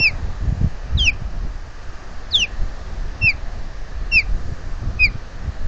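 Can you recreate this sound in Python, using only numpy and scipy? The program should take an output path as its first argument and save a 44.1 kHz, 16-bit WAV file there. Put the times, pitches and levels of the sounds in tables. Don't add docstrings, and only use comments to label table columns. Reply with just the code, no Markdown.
import sys
import numpy as np
from scipy import signal
from scipy.fft import rfft, irfft
from scipy.io import wavfile
from scipy.ndimage import uniform_filter1d, minimum_filter1d

SR = 44100
rng = np.random.default_rng(int(sys.argv[2]) if len(sys.argv) > 2 else 0)


def bounce(signal):
    frames = np.transpose(np.atleast_2d(signal))
    limited = np.clip(frames, -1, 1)
    pcm = np.round(limited * 32767).astype(np.int16)
    wavfile.write(sys.argv[1], SR, pcm)


def gain_from_db(level_db):
    decades = np.asarray(level_db, float) / 20
    return 10 ** decades


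N = 250047

# (start [s], bend [s], pitch at the bend [Hz], effort [dB], octave with the beak nearly shut [dB])
LEVEL_CHIRPS = [
    (-.014, .034, 2708, -14, 4),
    (3.209, 3.254, 2701, -13.5, -6),
    (4.110, 4.149, 2704, -12, 0),
    (4.988, 5.027, 2509, -10.5, -8.5),
]
# (time [s], pitch [Hz], effort [dB], octave strength [dB])
SWOOPS = [
    [(0.97, 4290, -65, 1.8), (0.974, 4030, -36, 7), (0.997, 3277, -14.5, 9.5), (1.04, 3080, -14.5, -10),
     (1.052, 2945, -21, 7.5), (1.088, 2495, -11.5, -8), (1.105, 2264, -20.5, 3), (1.112, 2200, -61, -3)],
    [(2.306, 5260, -50, -6), (2.312, 4950, -40, 2), (2.332, 4000, -31, -10), (2.354, 3523, -7, 2),
     (2.388, 3147, -19, 9.5), (2.429, 2750, -14, -9.5), (2.457, 2303, -28.5, -4), (2.462, 2230, -67, -2)],
]
# (time from the start [s], effort [dB])
SWELL = [(0, -32.5), (.007, -18.5), (.013, -9), (.04, -2.5), (.06, 0.1), (.1, .3)]
# (pitch [Hz], effort [dB])
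FADE = [(1960, -37), (2060, -16.5), (2170, -11), (2290, -1), (2380, 0)]
# (frequency [Hz], gain [dB])
THROAT = [(2000, -5), (2200, -9), (2350, -1.5), (2450, 1), (2550, 2.5), (2650, 0.5), (2750, 1), (2900, -3),
          (3050, -3.5), (3200, -4), (3400, -3.5), (3600, 0), (3900, 5), (5000, 4)]
# (frequency [Hz], gain [dB])
BEAK = [(4200, -18.5), (4500, -27), (4750, -19.5), (5000, -12.5), (5200, -9), (5400, -8), (5550, -12.5),
        (5750, -8), (6000, -13.5), (6250, -21.5), (6500, -39), (6900, -36), (7300, -34), (7900, -53.5)]
# (frequency [Hz], gain [dB])
THIRD_PARTIAL = [(6000, -48), (6900, -31.5), (7400, -35), (7800, -38.5), (8100, -42), (9500, -81.5)]
# (delay [ms], bounce [dB], breath noise [dB])
BOUNCES = [(2.0, -30, -32), (2.5, -14, -24), (2.17, -3, -23.5), (2.0, -30, -30), (2.0, -30, -29),
           (2.0, -30, -33)]
# (time [s], length [s], level [dB])
CRACKS = [
    (.02, 0.012, -53),
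    (1.005, 0.0079, -18.5),
    (1.03, 0.0036, -31),
    (5.015, 0.011, -33.5),
]
# (delay [s], level [dB])
NEST_ECHOES = [(.013, -33), (.022, -33)]
# (time [s], level [dB])
GUSTS = [(0, -28), (.25, -18), (.36, -35), (.65, -19), (.78, -29.5), (1.05, -21), (1.5, -26), (1.75, -31.5),
         (2.1, -29), (2.25, -31), (2.68, -24.5), (3.2, -24), (3.6, -26.5), (3.84, -29), (4.25, -22),
         (4.7, -26), (5.25, -26.5), (5.67, -25.5)]
# (time [s], half length [s], rumble [dB], flutter re rumble [dB])
BUFFETS = [(0, 0.011, -5.5, -10.5), (0.13, 0.043, -32, -14), (0.278, .04, -24.5, -19),
           (0.511, 0.083, -18.5, -15.5), (0.64, .03, -19, -2), (.9, 0.05, -26.5, -6.5),
           (1.011, 0.052, -19, -21), (1.217, 0.011, -37, -8), (1.447, 0.035, -28, -9),
           (1.675, 0.034, -32, -19), (2.393, 0.033, -24.5, -6), (2.666, 0.051, -32.5, -8),
           (2.92, 0.046, -39, -4), (3.244, 0.033, -17.5, -10), (3.573, 0.089, -32.5, -5.5),
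           (4.161, 0.019, -28, -6.5), (4.387, .04, -26, -9), (4.497, 0.046, -32.5, 1.5),
           (4.636, 0.033, -30, -12), (4.867, 0.074, -21, -10), (5.098, 0.064, -32, -4),
           (5.46, 0.046, -23.5, -4.5), (5.646, 0.035, -27.5, -26), (1.074, 0.042, -28.5, 0),
           (2.119, 0.017, -32.5, -16), (2.326, 0.023, -28, -8.5), (3.1, 0.053, -30, -5),
           (3.91, 0.024, -35, -10), (4.965, 0.024, -27, -5)]
# (time [s], depth [dB], sharpness [Hz])
EDDIES = [(0.137, -20.5, 80), (0.232, -19.5, 62), (0.417, -23.5, 50), (0.452, -17.5, 100),
          (0.477, -18.5, 50), (0.493, -12.5, 80), (0.506, -20.5, 63.4), (0.526, -10.5, 100),
          (0.553, -21, 99), (0.615, -11.5, 125), (0.636, -21, 63), (0.645, -4.5, 105), (0.671, -12.5, 80),
          (0.927, -20.5, 63), (0.955, -7.5, 63), (0.971, -12, 102), (0.992, -27, 63.6), (1.013, -12, 50),
          (1.222, -18.5, 102), (1.406, -22.5, 63), (3.234, -15, 63), (3.245, -13.5, 100), (3.349, -20, 63),
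          (4.154, -20.5, 63), (4.484, -20.5, 50), (4.524, -16, 80), (5.013, -15, 63), (5.157, -19, 100),
          (5.48, -17, 63), (5.494, -16, 62)]
# (frequency [Hz], density [dB per Hz])
SHORE_SPECTRUM = [(150, -2.5), (350, -4.5), (700, -1.5), (1000, -7.5), (1200, -3.5), (1400, -8.5),
                  (1720, -3.5), (1920, -7), (2120, -13), (3400, -18), (4300, -15.5), (5800, -19),
                  (7000, -21.5), (9000, -23.5)]
# (time [s], level [dB])
SHORE_LEVEL = [(0, -42.5), (1.499, -45), (2.599, -43), (4.199, -44.5), (5.67, -43.5)]
# (frequency [Hz], gain [dB])
LINK_ROLLOFF = [(6600, 0), (7200, -3), (7800, -8.5), (8400, -15.5), (9000, -46), (9400, -101)]


def level(x, db):
    return x * gain_from_db(db) / np.sqrt(np.mean(x ** 2))


def gain_at(table, hz):
    f, db = np.transpose(table)
    return gain_from_db(np.interp(np.log(hz + 1), np.log(f), db))


def band(x, lo_hz, hi_hz, order=2):
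    return signal.sosfilt(signal.butter(order, [lo_hz, hi_hz], "band", fs=SR, output="sos"), x)


def walk(rate_hz):
    hold = int(SR / rate_hz)
    steps = np.repeat(rng.standard_normal(N // hold + 1), hold)
    return 1.54 * uniform_filter1d(uniform_filter1d(steps, hold), hold)[:N]


def smooth(x):
    return uniform_filter1d(uniform_filter1d(x, size=260, mode="nearest"), size=260, mode="nearest")


def level_chirp(start, bend, bend_hz, db, shut_db):
    rise_hz_per_s, fall_hz_per_s, bend_s = 7050, 12100, .0306
    open_hz, open_spread_hz, open_octave_db = 2474, 21, 9
    s = np.arange(start, bend + 4 * bend_s, 1 / 1000)
    turn = (s - bend + np.hypot(s - bend, bend_s) - bend_s) / 2
    hz = bend_hz + rise_hz_per_s * (s - bend) - (rise_hz_per_s + fall_hz_per_s) * turn
    hz = hz + (600 + 42 * shut_db) * np.exp((start - s) / .0051)
    fade_db = np.interp(hz, *np.transpose(FADE))
    effort_db = db + np.interp(s - start, *np.transpose(SWELL)) + fade_db
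    opening = (s > bend) / (1 + np.exp((hz - open_hz) / open_spread_hz))
    shut_db = shut_db - .04 * np.maximum(bend_hz - hz, 0) * (s > bend)
    octave_db = shut_db + opening * (open_octave_db - shut_db) + 0.52 * fade_db
    return np.array([s, hz, effort_db, octave_db])[:, hz > FADE[0][0]]


def chirps():
    plain = [level_chirp(*row) for row in LEVEL_CHIRPS]
    swooping = [np.transpose(swoop) for swoop in SWOOPS]
    return sorted(plain + swooping, key=lambda chirp: chirp[0][0])


def bird():
    out, t = np.zeros(N), np.arange(N) / SR
    waver, air = walk(300), band(rng.standard_normal(N), 2500, 6300)
    crack = sum(gain_from_db(db) * np.exp(-((t - at) / length) ** 2) for at, length, db in CRACKS)
    for (s, *columns), (delay_ms, bounce_db, air_db) in zip(chirps(), BOUNCES):
        i = np.arange(int(max(s[0], 0) * SR), int(s[-1] * SR))
        hz, effort_db, octave_db = (smooth(np.interp(i / SR, s, c)) for c in columns)
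        phase = 2 * np.pi * np.cumsum(hz * (1 + 0.002 * waver[i])) / SR
        beam = np.abs(1 + gain_from_db(bounce_db) * np.exp(2j * np.pi * 2 * hz * delay_ms / 1000))
        tone = smooth(gain_at(THROAT, hz)) * np.sin(phase)
        tone = tone + crack[i] * np.sin(1.5 * phase)
        tone = tone + gain_from_db(octave_db) * beam * smooth(gain_at(BEAK, 2 * hz)) * np.cos(2 * phase)
        tone = tone + gain_at(THIRD_PARTIAL, 3 * hz) * np.sin(3 * phase)
        edge = np.clip(np.minimum(i / SR - s[0], s[-1] - i / SR) / 0.0052, 0, 1)
        out[i] = np.sqrt(2) * edge * smooth(gain_from_db(effort_db)) * (tone + gain_from_db(air_db) * air[i])
    return out


def nest(x):
    scatter_db, scatter_t60_s = -28, .22
    t = np.arange(int(.15 * SR)) / SR
    decay = np.exp(-np.log(1000) * t / scatter_t60_s)
    build_up = np.clip(t / 0.031, 0, 1) ** 2
    scatter = rng.standard_normal(len(t)) * decay * build_up
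    response = level(scatter, scatter_db) / np.sqrt(len(t))
    response[0] = 1
    for delay, db in NEST_ECHOES:
        response[int(delay * SR)] += gain_from_db(db)
    return signal.fftconvolve(x, response)[:N]


def wind():
    s = np.arange(N) / SR
    heave_db = np.interp(s, *np.transpose(GUSTS))
    mean_push_db = -26
    push_db = heave_db - mean_push_db
    rumble_gain = gain_from_db(mean_push_db - 13 + 1.1 * push_db)
    flutter_gain = gain_from_db(mean_push_db - 20 + 0.99 * push_db)
    for at, half, db, bright_db in BUFFETS:
        shape = gain_from_db(db) * np.exp(-((s - at) / half) ** 2)
        rumble_gain = rumble_gain + shape
        flutter_gain = flutter_gain + gain_from_db(bright_db) * shape
    burst = walk(24.985)
    heave = level(band(rng.standard_normal(N), 3.26, 32.7), 0)
    heave = heave * gain_from_db(heave_db + 2.25 * walk(12) + 1.5 * burst)
    rumble = level(band(rng.standard_normal(N), 35.3, 88.0) * gain_from_db(2.2 * burst), -3.0) * rumble_gain
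    flutter = level(band(rng.standard_normal(N), 47, 219.5), 0)
    flutter = flutter + level(band(rng.standard_normal(N), 180, 510), -14)
    flutter = level(flutter * gain_from_db(2.4 * burst), -5.5) * flutter_gain
    out, t = heave + rumble + flutter, np.arange(-1300, 1301)
    for at, db, hz in EDDIES:
        u = (np.pi * hz * t / SR) ** 2
        out[int(at * SR) + t] -= gain_from_db(db) * ((1 - 2 * u) * np.exp(-u) + 0.23 * np.exp(-14 * u))
    return out


def shore():
    hz = np.arange(N // 2 + 1) * SR / N
    spectrum = rfft(rng.standard_normal(N)) * gain_at(SHORE_SPECTRUM, hz)
    reference = np.sqrt(np.mean(irfft(spectrum * (hz > 500) * (hz < 1900), N) ** 2))
    edges = 100 * 2 ** np.arange(0, 7, .5)
    out = np.zeros(N)
    for lo, hi in zip(edges, edges[1:]):
        out += irfft(spectrum * (hz >= lo) * (hz < hi), N) * gain_from_db(0.73 * walk(4.58))
    s, db = np.transpose(SHORE_LEVEL)
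    return out / reference * gain_from_db(np.interp(np.arange(N) / SR, s, db))


def scene():
    return (nest(bird()) + wind() + shore())[None, :]


def link(x, mask_db, tilt_db, grain_db, patchy):
    hz, _, z = signal.stft(x, SR, nperseg=2048)
    width = 16
    power = (np.abs(z[:-1]) ** 2).reshape(-1, width, z.shape[1]).mean(axis=1)
    centre = hz[width // 2::width][:, None]
    treble = centre > 2000
    chance = np.repeat(rng.standard_normal(power.shape), 2, axis=1)[:, :power.shape[1]]
    loudest = -minimum_filter1d(-(power * treble).max(axis=0), size=2, origin=0)
    floor_db = mask_db + tilt_db * np.clip((centre - 5700) / 700, 0, 1)
    floor_db = floor_db + 7.2 * (np.abs(centre - 3270) < 200) + 2.6 * chance
    floor = loudest * gain_from_db(2 * floor_db)
    keep = np.repeat((power > floor) | ~treble, width, axis=0)
    patch = np.kron(rng.random((len(keep) // 4, keep.shape[1])), np.ones((4, 3)))[:, :keep.shape[1]]
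    keep = keep & (patch > patchy * np.clip((hz[:-1, None] - 6800) / 1200, 0, 1))
    grain = np.repeat(np.sqrt(power) * treble, width, axis=0) * gain_from_db(grain_db)
    grain = grain * np.exp(2j * np.pi * rng.random(keep.shape))
    z[:-1] = (z[:-1] + grain) * keep * gain_at(LINK_ROLLOFF, hz[:-1])[:, None]
    return signal.istft(z, SR, nperseg=2048)[1][:N]


def top_cut(x):
    return signal.sosfilt(signal.butter(12, 9150, fs=SR, output="sos"), x)


def record(dry):
    link_rate_hz, offset = 16000, .0135
    x = link(dry[0], mask_db=-50, tilt_db=4, grain_db=-27, patchy=.4)
    mirror = band(x * np.cos(2 * np.pi * link_rate_hz * np.arange(N) / SR), 8100, 8780, order=6)
    mix = (x + gain_from_db(-14.5) * mirror + offset)[None, :]
    return top_cut(mix)


dry = scene()
out = record(dry)
bounce(out)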